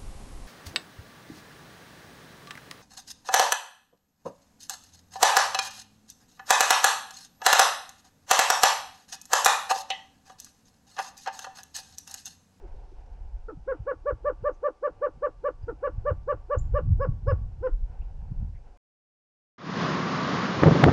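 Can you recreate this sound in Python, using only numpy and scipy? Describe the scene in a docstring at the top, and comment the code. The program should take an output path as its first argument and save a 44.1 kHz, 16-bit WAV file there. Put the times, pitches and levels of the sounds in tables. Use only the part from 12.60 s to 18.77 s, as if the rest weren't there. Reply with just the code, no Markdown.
"""Open desert, one microphone in a light breeze. Dry scrub stirs and three dull bumps sound far off.
From about one second a roadrunner gives twenty short yips, each one arch of pitch, loudest at its top;
ground and rocks reflect them and the scrub scatters a faint tail. The breeze drops, then builds to a gust
whose eddies thump the microphone. Near four seconds a small bird chips once, close by. The yips slow
and stop at five seconds, leaving the wind and the last of a few distant chirps."""
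import sys
import numpy as np
from scipy import signal
from scipy.fft import rfft, irfft
from scipy.io import wavfile
from scipy.ndimage import uniform_filter1d

SR = 44100
rng = np.random.default_rng(int(sys.argv[2]) if len(sys.argv) > 2 else 0)


def bounce(signal):
    """Save signal as a 16-bit WAV file at the path given by the first command-line argument."""
    frames = np.transpose(np.atleast_2d(signal))
    limited = np.clip(frames, -1, 1)
    pcm = np.round(limited * 32767).astype(np.int16)
    wavfile.write(sys.argv[1], SR, pcm)


N = 272272
TIME = np.arange(N) / SR

# Colours of the far-off air, a thin hiss and dry leaves. Each row: frequency in Hz, gain in dB.
AIR_SPECTRUM = [(120, -22), (200, -18), (330, -15.5), (570, -12), (640, -22), (710, -10.5), (930, -14.5),
                (1200, -28), (1500, -23.5), (1900, -33), (2900, -34.5), (4000, -63), (7000, -92)]
HISS_SPECTRUM = [(300, -6.5), (2500, 0.5), (3800, -1), (5300, 0.5), (7500, -5.5), (10000, -12.5),
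                 (12500, -22.5)]
LEAF_SPECTRUM = [(200, -7), (400, 14), (1000, -2.5), (2500, -10), (5500, -7), (9000, -24)]
# The air settling. Each row: time in seconds, level in dB.
AIR_COURSE = [(0, -57.5), (.3, -60), (.8, -63.5), (2, -62.5), (4, -63.5), (5.3, -65.5), (6.17, -64)]
# Distant bumps. Each row: middle in seconds, frequency in Hz, level in dB, length in seconds.
FAR_BUMPS = [(0.043, 364, -44, 0.062), (0.149, 480, -50.5, 0.035), (0.326, 350, -50, 0.034)]
# Distant birds. Each row: middle in seconds, pitch in Hz, level in dB, length in seconds,
# pitch scatter as a share.
FAR_CHIRPS = [(1.945, 6300, -71.5, 0.057, .06), (3.032, 4920, -69, 0.026, 0.029),
              (5.419, 2610, -65, 0.033, 0.093), (5.964, 2100, -67, 0.075, 0.11)]
# The close bird's one chip. Each row: time in seconds, pitch in Hz, level in dB.
NEAR_CHIP = [(3.9825, 7200, -68), (3.9845, 6750, -50), (3.9875, 6750, -50), (3.9905, 7000, -45),
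             (3.994, 7250, -49), (3.999, 7450, -52), (4.001, 7300, -70)]
# Wind at the microphone. Each row: time in seconds, relative level in dB, hardness in dB (more gust).
WIND_COURSE = [(0, -48, -21.5), (.15, -38, -23), (0.359, -44.5, -18.5), (.7, -40.5, -24.5),
               (1.35, -49, -14.5), (1.88, -43.5, -15), (2.15, -65.5, -15), (2.5, -50, -15),
               (2.95, -50, -11.5), (3.27, -45, -10.5), (3.399, -38.5, -7.5), (3.72, -40, -7.5),
               (3.92, -52.5, -15.5), (3.99, -34, -8.5), (4.3, -23, -6), (4.599, -37, -7), (4.73, -30, -8.5),
               (4.98, -38.5, -14.5), (5.18, -33.5, -17), (5.36, -38.5, -18.5), (5.88, -34.5, -6.5),
               (6.17, -54, -19)]
# Rumble of a light breeze and of a hard gust. Each row: frequency in Hz, gain in dB.
BREEZE_SPECTRUM = [(10, -8.5), (25, 4.5), (42, 4), (70, -5), (110, -30.5), (170, -33), (260, -48),
                   (500, -62), (1000, -87.5)]
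GUST_SPECTRUM = [(10, -20.5), (25, 0.5), (50, 1), (95, 0), (140, -7.5), (200, -19.5), (300, -33.5),
                 (500, -51), (1000, -91.5)]
# Eddies striking the microphone. Each row: middle in seconds, relative level in dB, frequency in Hz.
EDDY_THUMPS = [(0.976, -34, 133), (1.206, -25.5, 82), (1.53, -25.5, 70), (1.83, -28, 101.4),
               (2.31, -45.5, 150), (2.575, -40, 135), (3.041, -22.5, 66), (3.385, -18.5, 83.3),
               (3.519, -16, 82.3), (3.747, -27.5, 88.6), (3.977, -16, 73), (4.145, -12, 64.7),
               (4.28, -13, 71), (4.308, -11.5, 101), (4.331, -13.5, 95), (4.493, -13.5, 105.5),
               (4.682, -15, 81), (4.731, -11, 83.4), (5.141, -17, 32), (5.236, -15.5, 36.4),
               (5.72, -21.5, 119.5), (5.799, -33, 87.4), (5.83, -20.5, 118)]
# Reflections off ground and rocks. Each row: delay in seconds, gain.
GROUND_ECHOES = [(.00611, .35), (.0118, .26), (.0218, .16)]
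# Colour of the scatter from the scrub. Each row: frequency in Hz, gain in dB.
SCRUB_SPECTRUM = [(250, -5.5), (550, -9), (1030, -2), (1160, 5), (1290, -1), (1700, -4), (3000, 3.5),
                  (7000, 1.5)]
# The roadrunner's voice sent into that scatter. Each row: time in seconds, gain in dB.
SCRUB_SEND = [(1, -17), (2.3, -19.5), (3.3, -16.5), (3.9, -18), (4.7, -14.5), (5.1, -9.5)]
# The run of yips. Each row: time of the top in seconds, top pitch in Hz, effort in dB, rise and fall
# in seconds, lift above the second harmonic in dB, lift of the second in dB.
YIP_RUN = [(0.8875, 464, -39.5, 0.0056, 0.037, 4.0, -3), (1.096, 545, -24, 0.024, 0.042, 2.5, -4.0),
           (1.2936, 568.0, -22, 0.03, 0.033, 3.5, -0.6), (1.4855, 581, -19, 0.0316, 0.032, 0.7, -2.5),
           (1.674, 587.5, -19, 0.031, 0.036, -0.6, -1.6), (1.8698, 588.6, -19, 0.033, 0.032, -0.5, -0.8),
           (2.0579, 587.7, -19, 0.031, 0.0343, -2.2, -0.6), (2.2526, 587, -20, 0.029, 0.033, 0.1, -0.5),
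           (2.4428, 586.7, -19, 0.03, 0.034, -0.2, -1.2), (2.646, 587.7, -19.5, 0.027, 0.031, 0.4, 0),
           (2.8659, 580.5, -19.5, 0.03, 0.029, 0.6, -1), (3.0909, 476, -32, 0.015, 0.029, -0.5, -2),
           (3.2531, 575.0, -20.5, 0.029, 0.032, 2, -0.5), (3.481, 587.8, -19.5, 0.0321, 0.0341, 1, -0.5),
           (3.7031, 581, -20, 0.03, 0.032, 1.2, 1.7), (3.9284, 581, -20, 0.033, 0.031, 0.5, 1.5),
           (4.168, 584.4, -19.5, 0.032, 0.029, -0.3, -0.3), (4.4294, 565.8, -21.9, 0.036, 0.03, 1.5, 2.5),
           (4.6961, 570, -20.5, 0.032, 0.03, 1.5, 0.5), (5.0565, 522.3, -26.5, 0.0368, 0.0271, -0.4, 0.6)]
# Colours of throat and bill, and of the breath. Each row: frequency in Hz, gain in dB.
THROAT_RESPONSE = [(280, 3.5), (370, -13.5), (450, 2.5), (600, -4.5), (900, -12), (1000, -16),
                   (1150, -11.5), (1280, -12), (1420, -7.5), (1600, -23), (1760, -23), (1950, -32.5),
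                   (2080, -40.5), (2350, -43.5), (2900, -43), (3400, -64.5), (4500, -77.5), (7500, -83)]
RASP_SPECTRUM = [(200, -29.0), (600, -1.0), (1500, -7), (2100, -16.5), (3000, -25.5), (3800, -41),
                 (5100, -32), (8000, -49.0)]
# The voice gains an edge along the run. Each row: time in seconds, lift above the fourth harmonic in dB,
# gain of the bill's ring in dB.
VOICE_EDGE = [(1, -7.5, -76), (2.2, -1.5, -69), (3.2, 0.5, -66), (3.9, 2.5, -67), (4.17, 6, -57),
              (4.43, -2, -49), (4.7, 3.5, -43.5), (5.05, 1, -52)]
# The lowest yips are muffled. Each row: top pitch in Hz, lift from the fourth harmonic up in dB.
MUFFLE = [(480, -5), (520, 5), (590, 1)]
# A thin ring in the bill: frequency in Hz, width in Hz.
BILL_RING = (5120, 330)
# A higher ring: frequency in Hz, width in Hz, gain in dB.
HIGH_BILL_RING = (6430, 200, -67.5)
# The bill opens late: seconds after the top, dB on the fourth harmonic when shut, half-width in seconds.
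BILL_GAPE = (0.017, -4.5, 0.017)

REST_HZ, ARCH_POWER = 284, 3.15  # foot of each arch; a higher power flattens its top
CLEAR_HZ, HOARSE_HZ = 590, 480  # top pitches of a clear yip and of a slack one
TOP_DB, ONSET_DB, RELEASE_DB = 3, -36.5, -32.5  # lift at the top; drop to the foot before and after
LEAD, TRAIL, SOFT_ENDS = 1.5, 1.864, 0.48  # span before and after the top, end fades: in rises or falls
SECOND_FADE, UPPER_FADE = (0.27, 0.097), (.84, 0)  # overtone dB lost per dB below full: rising, falling
FLUTTER_DB, FLUTTER_HZ = 2.6, 11  # random flutter of the wind
CUTOFF_HZ = 12200


def from_db(db):
    """Decibels to gain."""
    return 10 ** (np.asarray(db) / 20)


def unit(x):
    """Scales to an rms of one."""
    return x / np.sqrt(np.mean(x ** 2) + 1e-20)


def colour(points, hz):
    """Gain of a (Hz, dB) table at the given frequencies."""
    f, db = np.transpose(points)
    return from_db(np.interp(np.log(hz + 1e-9), np.log(f), db))


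def tinted(x, points):
    """Filters x by a (Hz, dB) table."""
    return irfft(rfft(x) * colour(points, np.fft.rfftfreq(len(x), 1 / SR)), len(x))


def noise(spectrum, size=N):
    """Coloured noise of rms one."""
    return unit(tinted(rng.standard_normal(size), spectrum))


def follow(table, at):
    """Reads each later column of a table at the given points along its first."""
    axis, *columns = np.transpose(table)
    return [np.interp(at, axis, column) for column in columns]


def wander(size, hz):
    """Smooth random motion of rms one, up to about hz."""
    spectrum = rfft(rng.standard_normal(size)) * np.exp(-(np.fft.rfftfreq(size, 1 / SR) / hz) ** 2)
    return unit(irfft(spectrum, size))


def add(mix, s, sound):
    """Mixes a sound in from time s."""
    part = mix[max(round(s * SR), 0):][:len(sound)]
    part += sound[:len(part)]


def blurred_tone(hz, length_s, spread, blur_hz):
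    """A tone that swells and fades while its pitch wavers at random."""
    size = round(length_s * SR)
    phase = 2 * np.pi * np.cumsum(hz * (1 + spread * wander(size, blur_hz))) / SR
    return np.hanning(size) * np.sin(phase)


def desert_air(waver_db=2.0, hiss_db=-78):
    """A soft far-off wash that settles slowly, over a steady thin hiss."""
    wash, hiss = noise(AIR_SPECTRUM), noise(HISS_SPECTRUM)
    level_db = follow(AIR_COURSE, TIME)[0] - waver_db * wander(N, hz=7.9)
    return from_db(level_db) * wash + from_db(hiss_db) * hiss


def rustle(level_db=-72, middle_s=.2, half_width_s=0.4, grain_db=3):
    """Dry scrub stirs briefly in the breeze at the start."""
    leaves = noise(LEAF_SPECTRUM)
    stir = np.exp(-((TIME - middle_s) / half_width_s) ** 2)
    return from_db(level_db + grain_db * wander(N, hz=60)) * stir * leaves


def distant_bumps():
    """Short, dull sounds a long way off, with no clear pitch."""
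    out = np.zeros(N)
    for s, hz, level_db, length in FAR_BUMPS:
        add(out, s - length / 2, from_db(level_db) * blurred_tone(hz, length, spread=0.15, blur_hz=90))
    return out


def scrub_scatter(x, early_t60=0.068, late_t60=0.3, late_db=-13):
    """Bushes and stones scatter a quick, thin tail; farther slopes a fainter, longer one."""
    t = np.arange(SR // 2) / SR
    decay = from_db(-60 * t / early_t60) + from_db(late_db - 60 * t / late_t60)
    onset = np.clip(t / 0.012, 0, 1) ** 2
    tail = rng.standard_normal(len(t)) * decay * onset
    return signal.fftconvolve(x, tinted(tail / np.linalg.norm(tail), SCRUB_SPECTRUM))[:N]


def small_birds(scatter_db=-12):
    """One thin rising chip close to the microphone, and blurred chirps from far off."""
    birds = np.zeros(N)
    t = np.arange(NEAR_CHIP[0][0], NEAR_CHIP[-1][0], 1 / SR)
    chip_hz, chip_db = follow(NEAR_CHIP, t)
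    chip_hz *= 1 + .012 * wander(len(t), hz=700)
    add(birds, t[0], from_db(chip_db) * np.sin(2 * np.pi * np.cumsum(chip_hz) / SR))
    for s, hz, level_db, length, spread in FAR_CHIRPS:
        add(birds, s - length / 2, from_db(level_db) * blurred_tone(hz, length, spread, blur_hz=500))
    return birds + from_db(scatter_db) * scrub_scatter(birds, early_t60=0.11, late_t60=.4, late_db=-11.5)


def wind(even_mix_db=-6, trim_db=1.0):
    """Turbulence at the microphone's port: the harder the gust, the higher the rumble reaches."""
    level_db, hardness_db = follow(WIND_COURSE, TIME)
    blend = np.arctan(from_db(hardness_db - even_mix_db))
    rumble = np.cos(blend) * noise(BREEZE_SPECTRUM) + np.sin(blend) * noise(GUST_SPECTRUM)
    local_rms = np.sqrt(uniform_filter1d(rumble ** 2, size=3000) + 1e-9)
    steadied = unit(rumble / np.sqrt(local_rms))
    return from_db(level_db + trim_db + FLUTTER_DB * wander(N, FLUTTER_HZ)) * steadied


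def eddies(cycles=0.56, trim_db=-2, wake_db=-15, wake_s=0.037, wake_hz=90):
    """Each eddy thumps the microphone: a pressure swing in a puff of turbulence, higher if quick."""
    out = np.zeros(N)
    t = np.arange(-SR // 10, SR // 10) / SR
    for (s, level_db, hz), turn in zip(EDDY_THUMPS, rng.random(len(EDDY_THUMPS))):
        swing = np.cos(2 * np.pi * (hz * t + turn)) / np.cosh(2 * hz * t / cycles)
        churn = noise([(f * hz / wake_hz, db) for f, db in GUST_SPECTRUM], len(t))
        puff = from_db(wake_db) * np.exp(-(t / wake_s) ** 2) * churn
        add(out, s + t[0], from_db(level_db + trim_db) * (swing + puff) * np.hanning(len(t)))
    return out


def yip(s, top_hz, effort_db, rise, fall, upper_db, second_db, jitter=0.0066, rasp_db=-43, hoarse_db=16,
        sag_per_s=2.0, swell_db=0.8, swell_s=.007, hum_db=-58, slack_hum_db=17):
    """Harmonics sweep up and down through the colour of throat and bill. 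Returns start and sound."""
    t = np.arange(-LEAD * rise, TRAIL * fall, 1 / SR)
    arch = np.exp(-abs(t / np.where(t < 0, rise, fall)) ** ARCH_POWER)
    foot_db = np.where(t < 0, ONSET_DB, RELEASE_DB)
    level_db = TOP_DB + (1 - arch) * foot_db + swell_db * np.tanh(t / swell_s)
    # the slacker the voice, the lower and hoarser the note, and the more it droops
    slack = np.clip((CLEAR_HZ - top_hz) / (CLEAR_HZ - HOARSE_HZ), 0, 1)
    hoarse = from_db(hoarse_db * slack ** 2)
    hz = REST_HZ + (top_hz * np.exp(-sag_per_s * slack ** 2 * t) - REST_HZ) * arch
    hz *= 1 + jitter * hoarse * wander(len(t), hz=230)
    phase = 2 * np.pi * np.cumsum(hz) / SR
    k = np.arange(1, 13)[:, None]  # harmonic numbers
    edge_db, bill_db = follow(VOICE_EDGE, s)
    muffle_db = follow(MUFFLE, top_hz)[0]
    voicing_db = second_db * (k == 2) + upper_db * (k > 2) + muffle_db * (k >= 4) + edge_db * (k > 4)
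    # overtones bloom only at full strength, the highest when the bill gapes
    bloom, wilt = np.where(k == 2, SECOND_FADE, UPPER_FADE).T[:, :, None]
    fade_db = np.minimum(level_db, 0) * (k > 1) * np.where(t < 0, bloom, wilt)
    gape_s, shut_db, open_s = BILL_GAPE
    shut = 1 - np.exp(-((t - gape_s) / open_s) ** 2)
    gape_db = shut * shut_db * ((k == 4) + 3 * (k > 4))
    throat = from_db(voicing_db + fade_db + gape_db) * colour(THROAT_RESPONSE, k * hz)
    bill = sum(from_db(db) * np.exp(-((k * hz - ring_hz) / width) ** 2)
               for ring_hz, width, db in [(*BILL_RING, bill_db), HIGH_BILL_RING])
    tone = ((throat + bill) * np.cos(k * phase)).sum(0)
    # air escapes in a puff each cycle and adds a slight rasp
    puffs = rng.standard_normal(len(t)) * (1 + np.cos(phase))
    rasp = from_db(rasp_db) * hoarse * unit(tinted(puffs, RASP_SPECTRUM))
    voice = from_db(effort_db + level_db) * (tone + rasp)
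    # a soft hum leads into the note and trails from it
    hum = from_db(hum_db + slack_hum_db * np.sqrt(slack)) * (1 - arch) * np.cos(phase)
    gate = np.clip(np.minimum(LEAD + t / rise, TRAIL - t / fall) / SOFT_ENDS, 0, 1)
    return s + t[0], gate * (voice + hum)


def roadrunner():
    """At the microphone the gliding yips beat against their reflections, notching each rise and fall."""
    direct = np.zeros(N)
    for row in YIP_RUN:
        add(direct, *yip(*row))
    heard = direct.copy()
    for delay, gain in GROUND_ECHOES:
        add(heard, delay, gain * direct)
    send_db = follow(SCRUB_SEND, TIME)[0]
    return heard + scrub_scatter(direct * from_db(send_db))


def scene():
    """Birds, wind and open desert at one microphone."""
    mix = roadrunner() + small_birds() + distant_bumps() + wind() + eddies() + desert_air() + rustle()
    return mix[None]


def record(dry):
    """The recorder's band limit."""
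    lowpass = signal.firwin(511, CUTOFF_HZ, window=("kaiser", 9), fs=SR)
    return signal.oaconvolve(dry, lowpass[None], "same")


dry = scene()
out = record(dry)
bounce(out)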